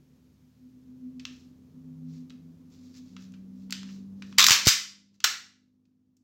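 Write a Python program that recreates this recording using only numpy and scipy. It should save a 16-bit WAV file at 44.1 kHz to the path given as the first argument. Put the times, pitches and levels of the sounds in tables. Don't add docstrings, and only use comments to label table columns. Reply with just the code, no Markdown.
import sys
import numpy as np
from scipy import signal
from scipy.fft import rfft, irfft, next_fast_len
from scipy.io import wavfile
from scipy.ndimage import uniform_filter1d, minimum_filter1d

SR = 44100
rng = np.random.default_rng(int(sys.argv[2]) if len(sys.argv) > 2 else 0)


def transcribe(u):
    v = np.clip(np.atleast_2d(u).T, -1, 1)
    q = np.round(v * 32767).astype(np.int16)
    wavfile.write(sys.argv[1], SR, q)


N = 274743
TIME = np.arange(N) / SR
HUM_HZ, CUTOFF_HZ = 254.1, 15900

# (time [s], level [dB])
BLADE_RIDE = [(0, -65.5), (2.0, -76), (3.0, -69), (3.17, -47), (3.45, -46.5), (3.85, -41.5), (4.35, -45),
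              (5.0, -47.5), (6.2, -63)]
HUM_RIDE = [(0, -65), (.58, -64.5), (.67, -51), (.78, -56), (1.08, -41), (1.27, -47), (1.6, -59.5),
            (1.89, -47.5), (2.14, -44), (2.65, -57.5), (2.98, -49), (3.45, -59), (3.63, -52), (4.3, -60),
            (6.2, -67)]
GLIDE_RIDE = [(0, -81), (.6, -65), (1.6, -66), (1.9, -48.5), (2.13, -42), (2.33, -60.5), (2.44, -49),
              (2.85, -66), (6.2, -72.5)]
RUMBLE_RIDE = [(0, -62), (.6, -65.5), (1.0, -59.5), (2.2, -57.5), (2.7, -59.5), (4.3, -55.5), (6.2, -59)]
# (multiple of the turning rate, level at full speed [dB])
FAN_OVERTONES = [(2, -59.5), (3, -75), (6, -63.5)]
# (frequency [Hz], level [dB])
RUMBLE_EQ = [(25, -25), (50, -11.5), (90, -8), (160, -0.5), (250, -1.5), (330, -11), (480, -15.5),
             (700, -27.5), (1200, -31.5), (3000, -61)]
HISS_EQ = [(100, 1.5), (700, 2.5), (1500, 3), (3000, 1.5), (6500, 1.5), (8500, -7), (10500, -6.5),
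           (13000, -4), (15500, -5.5)]
RUB_EQ = [(500, -20.5), (1300, -8.5), (1800, -10), (2500, -5.5), (3100, -8), (4200, -0.5), (5600, -0.5),
          (7200, -5.5), (9000, -25), (15000, -20)]
# (frequency [Hz], t60 [s])
ROOM_DECAY = [(200, 0.59), (700, .4), (1500, 0.4), (4000, 0.42), (7000, 0.39), (10000, .33), (15000, .28)]
# (middle [s], half length [s], level [dB])
GRIP_RUBS = [(1.35, 0.11, -67), (2.147, 0.062, -67), (2.74, 0.031, -68), (2.85, 0.084, -68),
             (2.968, 0.027, -58), (3.086, 0.079, -69.5), (3.23, 0.04, -61.5), (3.613, 0.065, -73.5),
             (3.921, .07, -62), (4.31, 0.1, -66.5), (5.15, .012, -54.5)]
# (time [s], level [dB],
# brightness [dB/octave], decay [ms])
PART_TICKS = [(1.1965, -47, -0.5, 6.7), (1.2527, -30, -1, 2.2), (2.2975, -53.5, 3, 2.1),
              (2.3040, -46.5, -3.5, 2.4), (3.1655, -42.5, -4, 3.1), (3.3210, -56, 9, 1.8),
              (3.3380, -55.5, -5, 7.6), (3.6985, -51, -9, 4.5), (3.7072, -32, 9, 1.7),
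              (3.7245, -20.5, 2, 2.07), (3.8313, -39, -3, 1.5), (3.8900, -54, -5.5, 14),
              (4.2224, -36.5, -4, 2.2), (4.3262, -42, -6, 1.6), (5.2033, -23.5, 0.5, 2.3),
              (5.8540, -56.5, 3, 3.8), (6.1680, -49.5, 14, 3.6)]
# (time [s], level [dB], pitch [Hz], t60 [s])
FRAME_JOLTS = [(4.5078, -8.5, 128, .028), (4.6700, 12, 106.1, 0.032), (5.2425, -34, 190, .025)]
# (frequency [Hz], width [Hz], level [dB])
RAIL_BANDS = [(1130, 190, -7), (2470, 270, -6), (3750, 640, 4.5)]
# (time [s], level [dB], brightness [dB/octave])
HAMMER_HITS = [(5.2403, -3.5, 4.5), (5.2426, 10.5, 0), (5.2462, 7, 0.5)]
# (time [s], level [dB], brightness [dB/octave])
SLIDE_CATCHES = [(4.3790, -35.5, -3), (4.3812, -18, -1.5), (4.4265, -10.5, 0), (4.4418, -5.5, 1),
                 (4.4660, -2.5, 3), (4.4845, -4.5, -1), (4.4955, -7.5, -1), (4.6682, 1.5, 1.5)]
# (time [s], level [dB], brightness [dB/octave], bounce gap [s], loss per bounce [dB])
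SLIDE_STOPS = [(4.3840, -2, -0.5, .0098, 4.5), (4.5066, 10, -0.5, .0111, 8), (4.671, 14, 1.5, .007, 4.5)]
# (frequency [Hz], level [dB])
TICK_EQ = [(100, -22), (650, -28), (900, -13), (1300, -3.5), (1900, -3), (2500, 2), (3200, 1.5), (5500, 0),
           (7400, -8.5), (9000, -24), (10500, -31.5), (13000, -25.5), (15500, -27)]
FRAME_EQ = [(100, -27.5), (550, -30.5), (800, -11), (1250, -1), (1720, 1.5), (2300, 0), (3100, -2),
            (4100, 3.5), (4700, 1), (5700, 1), (7700, -3), (9000, -18), (10500, -23.5), (12500, -11.5),
            (15500, -13.5)]
SLIDE_EQ = [(100, -26.5), (500, -24), (780, -16.5), (1100, -5), (1450, -3.5), (2000, 0), (3800, -0.5),
            (5800, 1.5), (7400, -5), (8800, -16), (10300, -21.5), (12500, -14.5), (15500, -15.5)]
# (frequency [Hz], relative level [dB])
TICK_RING = [(1290, -6.5), (1800, -7.5), (2150, -6.5), (2620, 5), (3650, -5), (4700, -6), (5500, -6.5)]
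FRAME_RING = [(1273, -8.5), (1633, -4), (1722, 0), (1940, -5), (2520, -5.5), (2790, -10), (3050, -8.5),
              (3665, -11), (4090, 2), (4183, -1.5), (4970, -6), (5450, 4), (5750, -6.5), (6340, -9)]
SLIDE_RING = [(1287, -45.5), (1723, -45.5), (2089, -45), (2476, -38), (2681, -42), (3666, -38.5),
              (4328, -46.5), (4613, -42.5), (4748, -54.5), (4915, -38), (4969, -39.5), (5512, -40),
              (6019, -49.5), (6169, -47.5), (6794, -45), (7154, -40.5)]


def from_db(db):
    return 10 ** (np.asarray(db) / 20)


def rms_one(x):
    return x / np.sqrt(np.mean(x ** 2) + 1e-20)


def ride(points):
    return np.interp(TIME, *np.transpose(points))


def eq_db(eq, hz):
    points_hz, db = np.transpose(eq)
    return np.interp(np.log(hz + 1), np.log(points_hz), db)


def add(out, s, sound):
    start = int(s * SR)
    out[start:start + len(sound)] += sound[:N - start]


def noise(eq):
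    hz = np.linspace(0, SR / 2, next_fast_len(N) // 2 + 2)
    white = rfft(rng.standard_normal(2 * len(hz) - 2))
    return rms_one(irfft(white * from_db(eq_db(eq, hz)))[:N])


def drift(per_s):
    return np.interp(TIME * per_s, np.arange(N), rng.standard_normal(N))


def tone(hz, db):
    return np.sqrt(2) * from_db(db) * np.sin(2 * np.pi * np.cumsum(hz) / SR)


def spin_up(start_hz, end_hz, lag_s):
    return end_hz + (start_hz - end_hz) * np.exp(-TIME / lag_s)


def fan(start_hz=35.46, full_hz=53.2, flutter_db=2.5, rise_db_per_decade=75):
    turns_hz = spin_up(start_hz, full_hz, lag_s=3.0)
    rise_db = rise_db_per_decade * np.log10(turns_hz / full_hz)
    out = tone(4 * turns_hz, ride(BLADE_RIDE))
    for multiple, db in FAN_OVERTONES:
        out += tone(multiple * turns_hz, db + rise_db + flutter_db * drift(8))
    fifth_hz = 5 * turns_hz
    fifth_db = -52 - 10 * np.log10(1 + ((fifth_hz - HUM_HZ) / 2.5) ** 2)
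    return out + tone(fifth_hz, fifth_db)


def hums(waver_hz=1.1, flutter_db=0.7, beat_hz=6.6, partner_db=-6.5):
    level_db = ride(HUM_RIDE) + flutter_db * drift(7)
    steady = tone(HUM_HZ + waver_hz * drift(7), level_db)
    partner = tone(HUM_HZ - beat_hz + waver_hz * drift(6), level_db + partner_db)
    glide = tone(spin_up(start_hz=72, end_hz=171.7, lag_s=0.99), ride(GLIDE_RIDE))
    return steady + partner + glide


def background(hiss_db=-76):
    tones = fan() + hums()
    rumble = from_db(ride(RUMBLE_RIDE)) * noise(RUMBLE_EQ)
    return tones + rumble + from_db(hiss_db) * noise(HISS_EQ)


def room(x, wet_db=-7.5, treble_db=-3, predelay_s=0.0012, build_s=0.0034, size=32768):
    t, hz = np.arange(size) / SR, np.fft.rfftfreq(size, 1 / SR)
    echoes = rfft(rng.standard_normal(size)) * from_db(treble_db * hz / CUTOFF_HZ)
    centres_hz, t60s = np.transpose(ROOM_DECAY)
    tail = np.zeros(size)
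    for share, t60 in zip(np.eye(len(t60s)), t60s):
        band = irfft(echoes * np.interp(hz, centres_hz, share))
        tail += band * from_db(-60 * t / t60)
    tail *= 1 - np.exp(-np.maximum(t - predelay_s, 0) / build_s)
    return from_db(wet_db) * signal.fftconvolve(x, tail / np.linalg.norm(tail))[:N]


def rubbing(grain_db=3.0):
    pressure = sum(from_db(db) * np.exp(-((TIME - s) / half) ** 2) for s, half, db in GRIP_RUBS)
    return pressure * rms_one(noise(RUB_EQ) * from_db(grain_db * drift(400)))


def contact(eq, tilt, size=512):
    hz = np.fft.rfftfreq(size, 1 / SR)
    octaves = np.log2(np.clip(hz, 1000, 10000) / 4000)
    cepstrum = irfft(np.log(from_db(eq_db(eq, hz) + tilt * octaves)))
    cepstrum[1:size // 2] *= 2
    cepstrum[size // 2 + 1:] = 0
    click = irfft(np.exp(rfft(cepstrum)))
    return click / np.linalg.norm(click)


def metal_hits(hits, eq, modes, ring_db, ring_t60, rattle_db, rattle_s, spread_db=1.5, size=6144):
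    out, t = np.zeros(N), np.arange(size) / SR
    hz, mode_db = np.transpose(modes)
    mode_db = mode_db - mode_db.max() + ring_db
    rings = np.sin(2 * np.pi * hz[:, None] * t) * from_db(-60 * t / ring_t60)
    rattle = from_db(rattle_db) * np.exp(-t / rattle_s)
    for s, level_db, tilt, decay_ms in hits:
        envelope = np.exp(-t * 1000 / decay_ms) + rattle
        crack = signal.fftconvolve(envelope * rng.choice([-1, 1], size), contact(eq, tilt))[:size]
        struck_db = mode_db + tilt * np.log2(hz / hz.mean()) + spread_db * rng.standard_normal(len(hz))
        ring = (from_db(struck_db) * rng.choice([-1, 1], len(hz))) @ rings
        add(out, s, from_db(level_db) * (crack + ring))
    return out


def lasting(hits, decay_ms):
    return [(*hit, decay_ms) for hit in hits]


def ticks():
    return metal_hits(PART_TICKS, TICK_EQ, TICK_RING,
                      ring_db=-21.5, ring_t60=0.1, rattle_db=-21, rattle_s=0.0087)


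def thumps(push_db=-2, push_s=0.0005, top_hz=800, size=4000):
    out, t = np.zeros(N), np.arange(size) / SR
    lowpass = signal.butter(2, top_hz, fs=SR, output="sos")
    push = from_db(push_db) * np.exp(-t / push_s)
    for s, level_db, hz, t60 in FRAME_JOLTS:
        swing = np.cos(2 * np.pi * hz * t) * from_db(-60 * t / t60)
        add(out, s, -from_db(level_db) * signal.sosfilt(lowpass, swing + push))
    return out


def hammer():
    return metal_hits(lasting(HAMMER_HITS, decay_ms=2.1), FRAME_EQ, FRAME_RING,
                      ring_db=-16, ring_t60=0.076, rattle_db=-26, rattle_s=0.015)


def rails(scrape_db=-23, middle_s=4.415, half_s=0.03, grain_db=2.0):
    swell = np.exp(-((TIME - middle_s) / half_s) ** 2)
    grind = swell * rng.standard_normal(N) * from_db(grain_db * drift(500)) + 1e-18
    ringing = np.zeros(N)
    for hz, width, db in RAIL_BANDS:
        band = signal.butter(2, [hz - width / 2, hz + width / 2], "band", fs=SR, output="sos")
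        ringing += from_db(db) * np.sqrt(SR / 2 / width) * signal.sosfilt(band, grind)
    unlocked = TIME > SLIDE_STOPS[0][0]
    return from_db(scrape_db) * ringing * unlocked


def chatter(lead_s=0.0085, gap_s=0.0047, last_db=-10, growth_db=3.5, tilt=1.6, count=3):
    last_s = SLIDE_STOPS[-1][0] - lead_s
    return [(last_s - k * gap_s, last_db - k * growth_db, tilt) for k in range(count)]


def bounces(tilt_step=0.6, count=4):
    return [(s + k * gap_s, db - k * loss_db, tilt + k * tilt_step)
            for s, db, tilt, gap_s, loss_db in SLIDE_STOPS for k in range(count)]


def slide():
    hits = lasting(SLIDE_CATCHES + chatter(), decay_ms=2.7) + lasting(bounces(), decay_ms=4.0)
    return metal_hits(hits, SLIDE_EQ, SLIDE_RING,
                      ring_db=-27.5, ring_t60=0.18, rattle_db=-23, rattle_s=0.034)


def scene(walls=3, low_cut_hz=42):
    friction = rubbing() + rails()
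    directions = [slide() + hammer() + ticks() + friction for _ in range(walls)]
    echoes = sum(room(sound) for sound in directions) / np.sqrt(walls)
    low_cut = signal.butter(2, low_cut_hz, "high", fs=SR, output="sos")
    pistol = signal.sosfilt(low_cut, directions[0] + echoes + thumps())
    return (pistol + background())[None]


def gain_control(x, ceiling_db=-1.5, release_db_per_s=700, settle_s=0.022, block=44):
    step_s = block / SR
    peaks = np.maximum.reduceat(np.abs(x), np.arange(0, N, block))
    over_db = np.maximum(20 * np.log10(peaks + 1e-9) - ceiling_db, 0)
    held_db = -minimum_filter1d(-over_db, size=7)
    fast_db, slow_db, duck_db = 0.0, 0.0, []
    for need_db in held_db:
        fast_db = max(need_db, fast_db - release_db_per_s * step_s)
        slow_db += max(fast_db - slow_db, 0) * step_s / settle_s
        duck_db.append(max(fast_db, slow_db))
    block_times = (np.arange(len(duck_db)) + 0.5) * step_s
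    return x * from_db(-np.interp(TIME, block_times, uniform_filter1d(duck_db, size=3)))


def record(dry):
    high_cut = signal.ellip(10, 0.3, 80, CUTOFF_HZ, fs=SR, output="sos")
    return signal.sosfilt(high_cut, gain_control(dry[0]))[None]


dry = scene()
out = record(dry)
transcribe(out)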